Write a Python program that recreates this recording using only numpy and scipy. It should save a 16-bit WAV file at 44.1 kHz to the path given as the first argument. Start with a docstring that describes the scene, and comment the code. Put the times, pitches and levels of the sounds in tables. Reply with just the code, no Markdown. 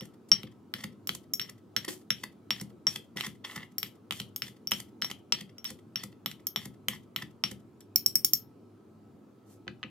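"""Kitchen scissors snip wet food in a ceramic dish on a cloth-covered table, close to a two-port microphone.
Struck modes make the scissors' knocks and the dish's rings; noise bursts make the cracks of contact.
Resonated click trains make the blades' scrape and squelch, coloured clicks the juice; low modes thump the table.
The blades are tapped clean on the rim and laid down on wood. Shaped noise and wavering tones make a low
appliance rumble throughout, and decaying random taps return the near sounds from the kitchen walls."""
import sys
import numpy as np
from scipy import signal
from scipy.fft import rfft, irfft, next_fast_len
from scipy.io import wavfile
from scipy.ndimage import uniform_filter1d

SR = 44100
rng = np.random.default_rng(int(sys.argv[2]) if len(sys.argv) > 2 else 0)


def pcm_store(signal):
    """Save signal as 16-bit PCM."""
    levels = np.round(np.clip(np.atleast_2d(signal), -1, 1) * 32767)
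    wavfile.write(sys.argv[1], SR, levels.astype(np.int16).T)


N = 436586  # length [samples]

# Appliance rumble spectrum: (frequency [Hz], relative level [dB])
RUMBLE_SPECTRUM = [(15, -79.5), (25, -57.5), (74, -46), (95, -5.5), (132, -12.5), (222, -9.5), (276, -8.5),
                   (353, -9.5), (561, -22), (1310, -31), (1770, -39.5), (8830, -50), (17000, -52)]
# Wavering appliance tones: (frequency [Hz], width of each resonator pass [Hz], level [dB])
HUM_TONES = [(104, 5.3, -65.5), (226, 63, -63.5), (1296, 29, -80)]
# Likeness of the rumble at the two ports: (frequency [Hz], correlation [0-1])
PORT_LIKENESS = [(60, 0.84), (240, 0.9), (950, 0.44), (3770, 0.6), (15000, 0.08)]
# Phase by which the left port leads on near sounds: (frequency [Hz], lead [rad])
PORT_LEAD = [(300, 0), (1200, .4), (3000, 1.), (6000, 1.5), (11000, 2.9), (12600, .8), (15000, .1)]
# Dying away of the kitchen's tail: (frequency [Hz], time to fall 60 dB [s])
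KITCHEN_DECAY = [(200, 0.6), (1000, 0.091), (3000, 0.23), (7000, 0.14), (14000, .17)]
# Colour of what the walls return: (frequency [Hz], relative level [dB])
WALL_COLOUR = [(200, -1), (2500, 1), (6000, -2), (13000, -0.5)]

# Soft low modes of the table top: (frequency [Hz], relative level [dB], time to fall 60 dB [s])
TABLE_MODES = [(48, -21.5, 0.081), (77.5, -14.5, .2), (122, -2, 0.14), (160, -8, 0.17), (204.4, 1.5, 0.13),
               (242, -5.5, 0.1)]
# Woody modes of the table's boards: (frequency [Hz], relative level [dB], time to fall 60 dB [s])
BOARD_MODES = [(298.4, -2.5, 0.12), (371, -2.5, 0.08), (513, -9, 0.11), (747.6, -10, .03), (980, -6, 0.024)]
# Dish or scissors bump the table: (time [s], low thump level [dB], woody knock level [dB])
TABLE_BUMPS = [(0.014, -39, -40.5), (1.878, -48.5, -30.5), (3.159, -41, -37), (9.668, -49.5, -40.5),
               (9.682, -37.5, -40.5), (9.842, -40, -43)]
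# Scissors touch down on a board: (time [s], level [dB])
TOUCHDOWNS = [(9.669, -50.5), (9.679, -21.5), (9.83, -26.5), (9.836, -25)]
# Modes of the scissors lying on wood: (frequency [Hz], relative level [dB], time to fall 60 dB [s])
LYING_MODES = [(1237, -11.5, 0.023), (1550, -8, 0.011), (1720, -11.5, .018), (1983, -8, 0.016),
               (2260, -10, 0.0077), (2580, -5, 0.011), (3000, -3, 0.0076), (3550, -6, 0.0055),
               (4020, 7.5, 0.0019), (5800, -13.5, 0.003)]
# A faint broad rustle: (middle time [s], Gaussian spread [s], level [dB])
FAINT_RUSTLE = (9.52, 0.031, -64.5)

# Modes of the held scissors: (frequency [Hz], relative level [dB], time to fall 60 dB [s])
SCISSORS_MODES = [(1310, -6.5, 0.0079), (2020, -1, 0.0051), (2410, -0.5, 0.0029), (3085, 0, 0.013),
                  (3360, -8, 0.019), (3835, 1, .005), (4558, -5, 0.0034)]
# Main dish ring, lower then upper twin, each followed by a damped neighbour:
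# (frequency [Hz], relative level [dB], time to fall 60 dB [s])
DISH_TWINS = [(5482, 0, .024), (5300, -6, .012), (5553, -5, .09), (5500, -2, .02)]
# Dense high dish modes: (frequency [Hz], relative level [dB], time to fall 60 dB [s])
DISH_HIGH_MODES = [(6514, -10.5, 0.021), (8300, -19.5, 0.011), (9670, -14.5, .02), (10940, -9.5, 0.0046),
                   (12900, 0, 0.01), (12600, -6.5, .015), (13500, -3.5, 0.014), (13830, -6.5, .012),
                   (14210, -9, .02), (14600, -5, 0.0086), (15000, -14, .01)]
# Clearest high dish mode: (frequency [Hz], relative level [dB], time to fall 60 dB [s])
DISH_RIM_MODE = [(12885, -8, .04)]
# Crack of a contact away from the rim: (frequency [Hz], relative level [dB])
CRACK_COLOUR = [(500, -6.5), (1500, -17.5), (4000, 6), (8000, 4.5), (13000, 5), (16500, -11.5)]
# Thinner crack of a tap on the rim: (frequency [Hz], relative level [dB])
RIM_CRACK_COLOUR = [(500, -27.5), (2000, -16), (4000, -13), (6500, 5), (9000, 0.5), (13000, 3), (16500, 0)]
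# A blade clips or taps the rim: (time [s], low ring level [dB], high ring level [dB])
TAPS_ON_RIM = [(1.072, -33, -24.5), (1.3357, -15.5, -20), (3.782, -22, -22.5), (4.361, -31.5, -24),
               (4.6719, -24, -31.5), (4.7096, -46, -21.5), (5.6432, -40, -32), (6.4687, -25.5, -22),
               (7.9588, -11.5, -12), (8.061, -10.5, -14.5), (8.1545, -10, -14.5), (8.2466, -13.5, -11),
               (8.334, -9, -12)]
# Blades catch or graze the dish in mid stroke: (time [s], scissors knock level [dB], low dish ring level [dB])
DISH_TICKS = [(0.0086, -36.5, -38), (0.4322, -35, -64), (1.4145, -35, -23), (1.772, -30.5, -53.5),
              (2.599, -39, -38), (3.171, -29, -34.5), (3.201, -35, -54), (3.2085, -22, -36),
              (3.512, -39.5, -58), (4.123, -27, -52), (4.2001, -27, -60), (4.2165, -35.5, -59),
              (4.7351, -26.5, -32), (5.0161, -43, -26.5), (5.0453, -24.5, -22), (5.113, -27, -57),
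              (5.3487, -33, -37), (5.5823, -45, -35.5), (6.3143, -36.5, -53), (6.5731, -31.5, -47),
              (7.8121, -54, -52)]

# Body of the freely moving blades: (frequency [Hz], width of each resonator pass [Hz], relative level [dB])
FREE_BLADES = [(3250, 700, 0), (2650, 450, -8), (5530, 160, -2), (4300, 1000, -7), (2000, 600, -9)]
# Body of blades deep in the food: (frequency [Hz], width of each resonator pass [Hz], relative level [dB])
BURIED_BLADES = [(1260, 900, -9), (1930, 420, 0), (2730, 1200, -10)]
# Colour of the juice: (frequency [Hz], relative level [dB])
JUICE_COLOUR = [(1000, -6), (3000, -8.5), (7000, 0.5), (11000, -1.5), (15000, -8), (16300, -29)]
# Squelches apart from closing and parting: (start time [s], level [dB], length [s], juice against level [dB])
LOOSE_SQUELCHES = [(.283, -71, 0.019, 15.5), (.466, -57, 0.018, -23), (.808, -57, 0.0067, 1),
                   (1.8784, -42, 0.018, -1), (3.243, -36.5, 0.019, -22), (3.4377, -41.5, 0.027, -27),
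                   (7.8044, -61.5, 0.0081, 13)]
# Snips, the tips landing in the dish before the blades close; about -90 dB is no landing:
# (landing time [s], scissors knock [dB], low dish ring [dB], high dish ring [dB], scrape [dB], juice [dB],
#  depth in the food [0-1], closing squelch [dB], closing thump [dB])
SNIP_EVENTS = [(0, -90, -38, -90, -56, -63.5, 0.5, -52.5, -58.5),
               (0.3161, -14.5, -5.5, -52, -57, -68.5, 1, -49, -40),
               (.7385, -22.5, -36, -44, -46.5, -61, 0.5, -38, -37.5),
               (1.0917, -17.5, -34, -40, -60, -55, 0, -45, -49),
               (1.3961, -23, -24, -38, -50.5, -66, 0.61, -43, -52),
               (1.764, -18.5, -19, -38, -51.5, -64, 0.37, -44, -55),
               (1.877, -90, -90, -90, -50, -45, 0, -66.5, -64),
               (2.104, -17.5, -17, -57, -59.5, -66, 0, -47.5, -46),
               (2.5059, -16.5, -17, -65, -48.5, -58.5, 0.48, -38.5, -36.5),
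               (2.8683, -19.5, -12.5, -51.5, -46, -51.5, 0.12, -45.5, -47),
               (3.159, -92, -87.5, -86, -40, -50, 0.7, -34.5, -39),
               (3.442, -88, -89, -85, -45.5, -56, 0.99, -35, -39.5),
               (3.554, -90, -90, -90, -47, -68, 0.94, -68, -56),
               (3.8295, -21.5, -31, -29, -56, -57, .24, -71, -54),
               (4.1085, -21, -56, -60, -48.5, -52, 0.25, -48, -39),
               (4.4201, -22.5, -27.5, -34, -50.5, -56, 0.36, -55, -54),
               (4.7177, -14.5, -16, -28, -51.5, -52, 0, -48.5, -52),
               (5.0207, -20, -18.5, -48, -55, -59, 0.9, -40.5, -45.5),
               (5.3227, -17, -14, -69, -44.5, -61, 0.24, -49.5, -43.5),
               (5.652, -29, -23, -49, -47, -53.5, 0.1, -50, -40),
               (5.9574, -23, -23, -38, -47.5, -63, 0.25, -40.5, -40.5),
               (6.2597, -19, -26.5, -25, -49.5, -60.5, .4, -50, -52),
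               (6.5602, -19, -22.5, -30.5, -50, -58.5, 0.42, -41.5, -40),
               (6.8841, -15, -35, -23.5, -43, -57.5, 0.62, -65, -48.5),
               (7.1611, -19.5, -29, -27, -52, -59, 0.93, -40, -42),
               (7.438, -18, -19.5, -60, -54, -58.5, 0.51, -41.5, -39.5)]
# Moment the blades meet in each snip: time [s]
MEET_TIMES = [.0556, .4337, .8407, 1.1515, 1.4983, 1.8499, 1.93, 2.2385, 2.6138, 2.9611, 3.2671, 3.5623,
              3.6334, 3.8722, 4.2017, 4.482, 4.8026, 5.1037, 5.411, 5.706, 6.0378, 6.3152, 6.6567, 6.95,
              7.2246, 7.5153]

RUMBLE_DB, KITCHEN_DB = -56.5, -7.0
EDGE_HZ = 16900  # upper band limit
CONTACT_S = 0.00044  # a contact takes a moment to build
KNOCK_CRACK_DB, TICK_CRACK_DB = -6, -5  # crack against the scissors knock
TAP_HARDNESS, TAP_CRACK_DB = 1.35, 9.5  # crack dB per dB of high ring, and offset: strong taps are sharper
TAP_KNOCK_DB, TICK_HIGH_DB = -37, -12  # dull knock under any tap; high ring of a tick against its low ring
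CUT_DELAY_S, MEET_S = .002, .003  # cutting starts after the landing, stops just after the blades meet
SQUELCH_S, SHALLOW_DB, MUFFLE_DB = 0.01, 9.5, -19.5  # closing squelch: length, juice share, change at depth 1
REOPEN_S, REOPEN_LENGTH_S, REOPEN_DB = .087, 0.023, -71  # the blades pull apart with a faint suck
LANDING_PUSH_DB, TAP_PUSH_DB = -22, -34.5  # table thump against scissors knock, and against low tap ring
WOODY_DB = -5  # boards against table
LANDING_PUSH_S, CLOSING_PUSH_S = .004, .002  # the table lags the blow


def gain_of(db):
    """Decibels to gain."""
    return 10 ** (np.asarray(db) / 20)


def evened(x):
    """Scales to rms 1."""
    return x / np.sqrt(np.mean(x ** 2) + 1e-20)


def read(points, hz):
    """Reads a spectrum table on a log-frequency axis."""
    f, value = np.transpose(points)
    return np.interp(np.log(hz + 1), np.log(f + 1), value)


def colour(x, gain):
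    """Filters x by a function of frequency."""
    size = next_fast_len(x.shape[-1])
    spectrum = rfft(x, size) * gain(np.fft.rfftfreq(size, 1 / SR))
    return irfft(spectrum, size)[..., :x.shape[-1]]


def resonate(x, hz, width):
    """Shifts hz down to zero, smooths, and shifts back: a resonance of gain 1."""
    turn = np.exp(2j * np.pi * hz * np.arange(len(x)) / SR)
    r = np.exp(-np.pi * width / SR)
    return 2 * (turn * signal.lfilter([1 - r], [1, -r], x / turn)).real


def resonate_twice(x, hz, width):
    """Two equal resonances in a row give steeper skirts."""
    return resonate(resonate(x, hz, width), hz, width)


def grains(per_s, spread_db):
    """A random train of clicks of either sign, most small and a few large."""
    size = gain_of(spread_db * np.minimum(rng.exponential(1, N), 5))
    present = rng.random(N) < per_s / SR
    return size * present * rng.choice([-1, 1], N)


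def strike(times, db, modes, spread_db, rise_s, wide):
    """Rings decaying modes; every blow gives each mode its own level, sign and phase between the ports."""
    hz, mode_db, t60 = np.transpose(modes)[:, :, None]
    luck = rng.standard_normal((len(times), 3, len(modes), 1))
    t = np.arange(SR // 5) / SR
    out = np.zeros((2, N + SR))
    dying = gain_of(mode_db - 60 * t / t60) * (1 - np.exp(-t / rise_s))
    for s, level_db, (share, sign, side) in zip(times, db, luck):
        at = round(s * SR)
        size = np.sign(sign) * gain_of(level_db + spread_db * share)
        for port, lean in enumerate((wide * side, -wide * side)):
            rings = size * np.sin(2 * np.pi * hz * t + lean) * dying
            out[port, at:at + len(t)] += rings.sum(0)
    return out[:, :N]


def rumble():
    """Appliance rumble: random short-time spectra with slight drifting patches, and narrow noise tones."""
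    frames, hz = N // 512 + 5, np.fft.rfftfreq(2048, 1 / SR)
    a, b, c, d, patches = rng.standard_normal((frames, 1025, 5)).T
    patches = evened(uniform_filter1d(uniform_filter1d(patches, 12, 0), 10, 1))
    same = np.clip(read(PORT_LIKENESS, hz), -1, 1)[:, None]
    left = a + 1j * b
    right = same * left + np.sqrt(1 - same ** 2) * (c + 1j * d)
    spectra = np.array([left, right]) * gain_of(read(RUMBLE_SPECTRUM, hz)[:, None] + 1.6 * patches)
    wash = signal.istft(spectra, nperseg=2048, noverlap=1536)[1][:, :N]
    noise = rng.standard_normal(N)
    hum = sum(gain_of(db) * evened(resonate_twice(noise, f, w)) for f, w, db in HUM_TONES)
    return gain_of(RUMBLE_DB) * evened(wash) + hum


def kitchen(x):
    """Wall reflections: sparse taps of random sign, one in every 20 samples, each band dying at its own speed."""
    taps = np.zeros((2, SR // 2))
    starts = np.arange(100, SR // 2 - 20, 20)
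    at = starts + rng.integers(0, 20, (2, len(starts)))
    np.put_along_axis(taps, at, rng.choice([-1., 1.], at.shape), 1)
    taps[1] = 0.42 * taps[0] + 0.49 * taps[1]  # the ports share part of the tail
    hz, t, z = signal.stft(taps, SR, nperseg=128)
    tail_db = read(WALL_COLOUR, hz)[:, None] - 60 * t / read(KITCHEN_DECAY, hz)[:, None]
    tail = signal.istft(z * gain_of(tail_db), SR, nperseg=128)[1]
    return signal.fftconvolve(x[None], tail / np.linalg.norm(tail[0]), axes=1)[:, :N]


def thumps():
    """The table under the cloth answers each push with a soft low ring and a woody knock."""
    snip, tap, bump = np.transpose(SNIP_EVENTS), np.transpose(TAPS_ON_RIM), np.transpose(TABLE_BUMPS)
    s = np.hstack([snip[0] + LANDING_PUSH_S, np.add(MEET_TIMES, CLOSING_PUSH_S), tap[0], bump[0]])
    pushes_db = np.hstack([snip[1] + LANDING_PUSH_DB, snip[-1], tap[1] + TAP_PUSH_DB])
    low_db = np.hstack([pushes_db, bump[1]])
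    woody_db = np.hstack([pushes_db + WOODY_DB, bump[2]])
    table = strike(s, low_db, TABLE_MODES, 1.2, .003, .08)
    return table + strike(s, woody_db, BOARD_MODES, 2.5, .002, .6)


def laid_down():
    """The scissors clatter down on wood, their short modes spread in phase between the ports."""
    s, db = np.transpose(TOUCHDOWNS)
    return strike(s, db, LYING_MODES, 3, 0.0004, 0.66)


def contacts():
    """All hard contacts as columns: time [s], then crack, knock, low ring and high ring [dB]."""
    s, knock, low, high = np.transpose(SNIP_EVENTS)[:4]
    snips = [s, knock + KNOCK_CRACK_DB, knock, low, high]
    s, low, high = np.transpose(TAPS_ON_RIM)
    taps = [s, TAP_HARDNESS * high + TAP_CRACK_DB, np.full_like(s, TAP_KNOCK_DB), low, high]
    s, knock, low = np.transpose(DISH_TICKS)
    ticks = [s, knock + TICK_CRACK_DB, knock, low, low + TICK_HIGH_DB]
    return np.hstack([snips, taps, ticks])


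def cracks(s, crack_db, spectrum):
    """Coloured noise bursts that die with a time constant of 0.6 ms."""
    t = np.arange(220) / SR
    bursts = rng.standard_normal((len(s), len(t))) * np.exp(-t / .0006) * gain_of(crack_db)[:, None]
    crack = np.zeros(N + len(t))
    at = np.round(s * SR).astype(int)[:, None] + np.arange(len(t))
    np.add.at(crack, at, bursts)
    return colour(crack[:N], lambda hz: gain_of(read(spectrum, hz)))


def blows():
    """Steel meets steel and glaze: a very short noise crack, then decaying scissors and dish modes."""
    s, crack_db, knock_db, low_db, high_db = contacts()
    on_rim = np.isin(s, np.transpose(TAPS_ON_RIM)[0])
    s = s + CONTACT_S
    crack = cracks(s[on_rim], crack_db[on_rim], RIM_CRACK_COLOUR)
    crack += cracks(s[~on_rim], crack_db[~on_rim], CRACK_COLOUR)
    # the main dish mode is split in two: blows near the rim wake the high modes and the lower twin
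    rim = 1 / (1 + gain_of(2 * (low_db - high_db - 10)))  # energy share of the lower twin
    dish = strike(s, low_db + 10 * np.log10(rim), DISH_TWINS[:2], 1.0, 0.00027, 0.09)
    dish += strike(s, low_db + 10 * np.log10(1 - rim + 1e-4), DISH_TWINS[2:], 0.22, 0.0001, 0.45)
    dish += strike(s, high_db, DISH_RIM_MODE, 0.4, 0.00027, .25)
    dish += strike(s, high_db, DISH_HIGH_MODES, 2.5, 0.0002, 1.0)
    return crack + dish + strike(s, knock_db, SCISSORS_MODES, 0.85, .0001, 0.45)


def squelches():
    """All squelches as rows: one where the blades meet, one where they part, and the loose ones."""
    rows = list(LOOSE_SQUELCHES)
    for meet, (*_, depth, db, _) in zip(MEET_TIMES, SNIP_EVENTS):
        rows.append((meet - SQUELCH_S / 2, db, SQUELCH_S, SHALLOW_DB + MUFFLE_DB * depth))
        rows.append((meet + REOPEN_S - REOPEN_LENGTH_S / 2, REOPEN_DB, REOPEN_LENGTH_S, 0))
    return rows


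def stroke_levels():
    """Gain over time of the free blades, the buried blades and the juice."""
    t = np.arange(N) / SR
    free, deep, wet = np.zeros((3, N))
    for meet, (landing, *_, scrape_db, wet_db, depth, _, _) in zip(MEET_TIMES, SNIP_EVENTS):
        start, end = landing + CUT_DELAY_S, meet + MEET_S
        part = slice(round(start * SR), round((end + 0.42) * SR))
        since, after = t[part] - start, np.maximum(t[part] - end, 0)
        rise = 1 - np.exp(-since / 0.0015)
        scrape = rise * gain_of(scrape_db - 60 * since - 1200 * after)  # the load eases as the cut goes on
        buried = np.clip(depth, 0, 1)
        free[part] += scrape * (1 - buried)
        deep[part] += scrape * buried
        wet[part] += rise * gain_of(wet_db - 2.9 * np.minimum(after / .006, 1) - 300 * after)  # juice settles
    for start, db, length, bright_db in squelches():
        part = slice(round(start * SR), round((start + length) * SR))
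        bump = gain_of(db) * np.sin(np.pi * np.clip((t[part] - start) / length, 0, 1)) ** 2
        wet[part] += gain_of(bright_db) * bump
        free[part] += 0.97 * bump
        deep[part] += 1.1 * bump
    middle, spread, rustle_db = FAINT_RUSTLE
    wet += gain_of(rustle_db) * np.exp(-.5 * ((t - middle) / spread) ** 2)
    return free, deep, wet


def blade_body(slips, body):
    """Slips of the blades heard through a set of broad resonances, at rms 1."""
    return evened(sum(gain_of(db) * resonate_twice(slips, f, w) for f, w, db in body))


def juice():
    """Bursting fibres and juice: coloured random clicks, partly shared by the two ports."""
    shared, left, right = (colour(grains(6300, 4.5), lambda hz: gain_of(read(JUICE_COLOUR, hz)))
                           for _ in range(3))
    return evened(shared + 1.2 * np.array([left, right]))


def strokes():
    """Uneven slips of the blades sound through the scissors; bursting fibres and juice fizz above."""
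    free, deep, wet = stroke_levels()
    clumps = evened(uniform_filter1d(uniform_filter1d(rng.standard_normal(N), 200), 200))
    slips = grains(3500, 2.5) * gain_of(5. * clumps)
    scrape = free * blade_body(slips, FREE_BLADES) + deep * blade_body(slips, BURIED_BLADES)
    return scrape + wet * juice()


def scene():
    """Near sounds differ in phase between the ports, the left mostly ahead; walls add a tail."""
    near = blows() + strokes() + thumps() + laid_down()
    # half the lead is given to the left port and half taken from the right
    ports = colour(near, lambda hz: np.exp(1j * np.outer([.5, -.5], read(PORT_LEAD, hz))))
    return ports + gain_of(KITCHEN_DB) * kitchen(near.mean(0)) + rumble()


def record(dry):
    """The microphone drops the deep bass and the top treble; then a steep band limit."""
    cut = signal.sosfilt(signal.butter(2, 70, "highpass", fs=SR, output="sos"), dry)
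    cut = signal.sosfilt(signal.butter(6, 15700, "lowpass", fs=SR, output="sos"), cut)
    band_limit = signal.firwin(511, EDGE_HZ, window=("kaiser", 9), fs=SR)
    return signal.oaconvolve(cut, band_limit[None], "same")


dry = scene()
out = record(dry)
pcm_store(out)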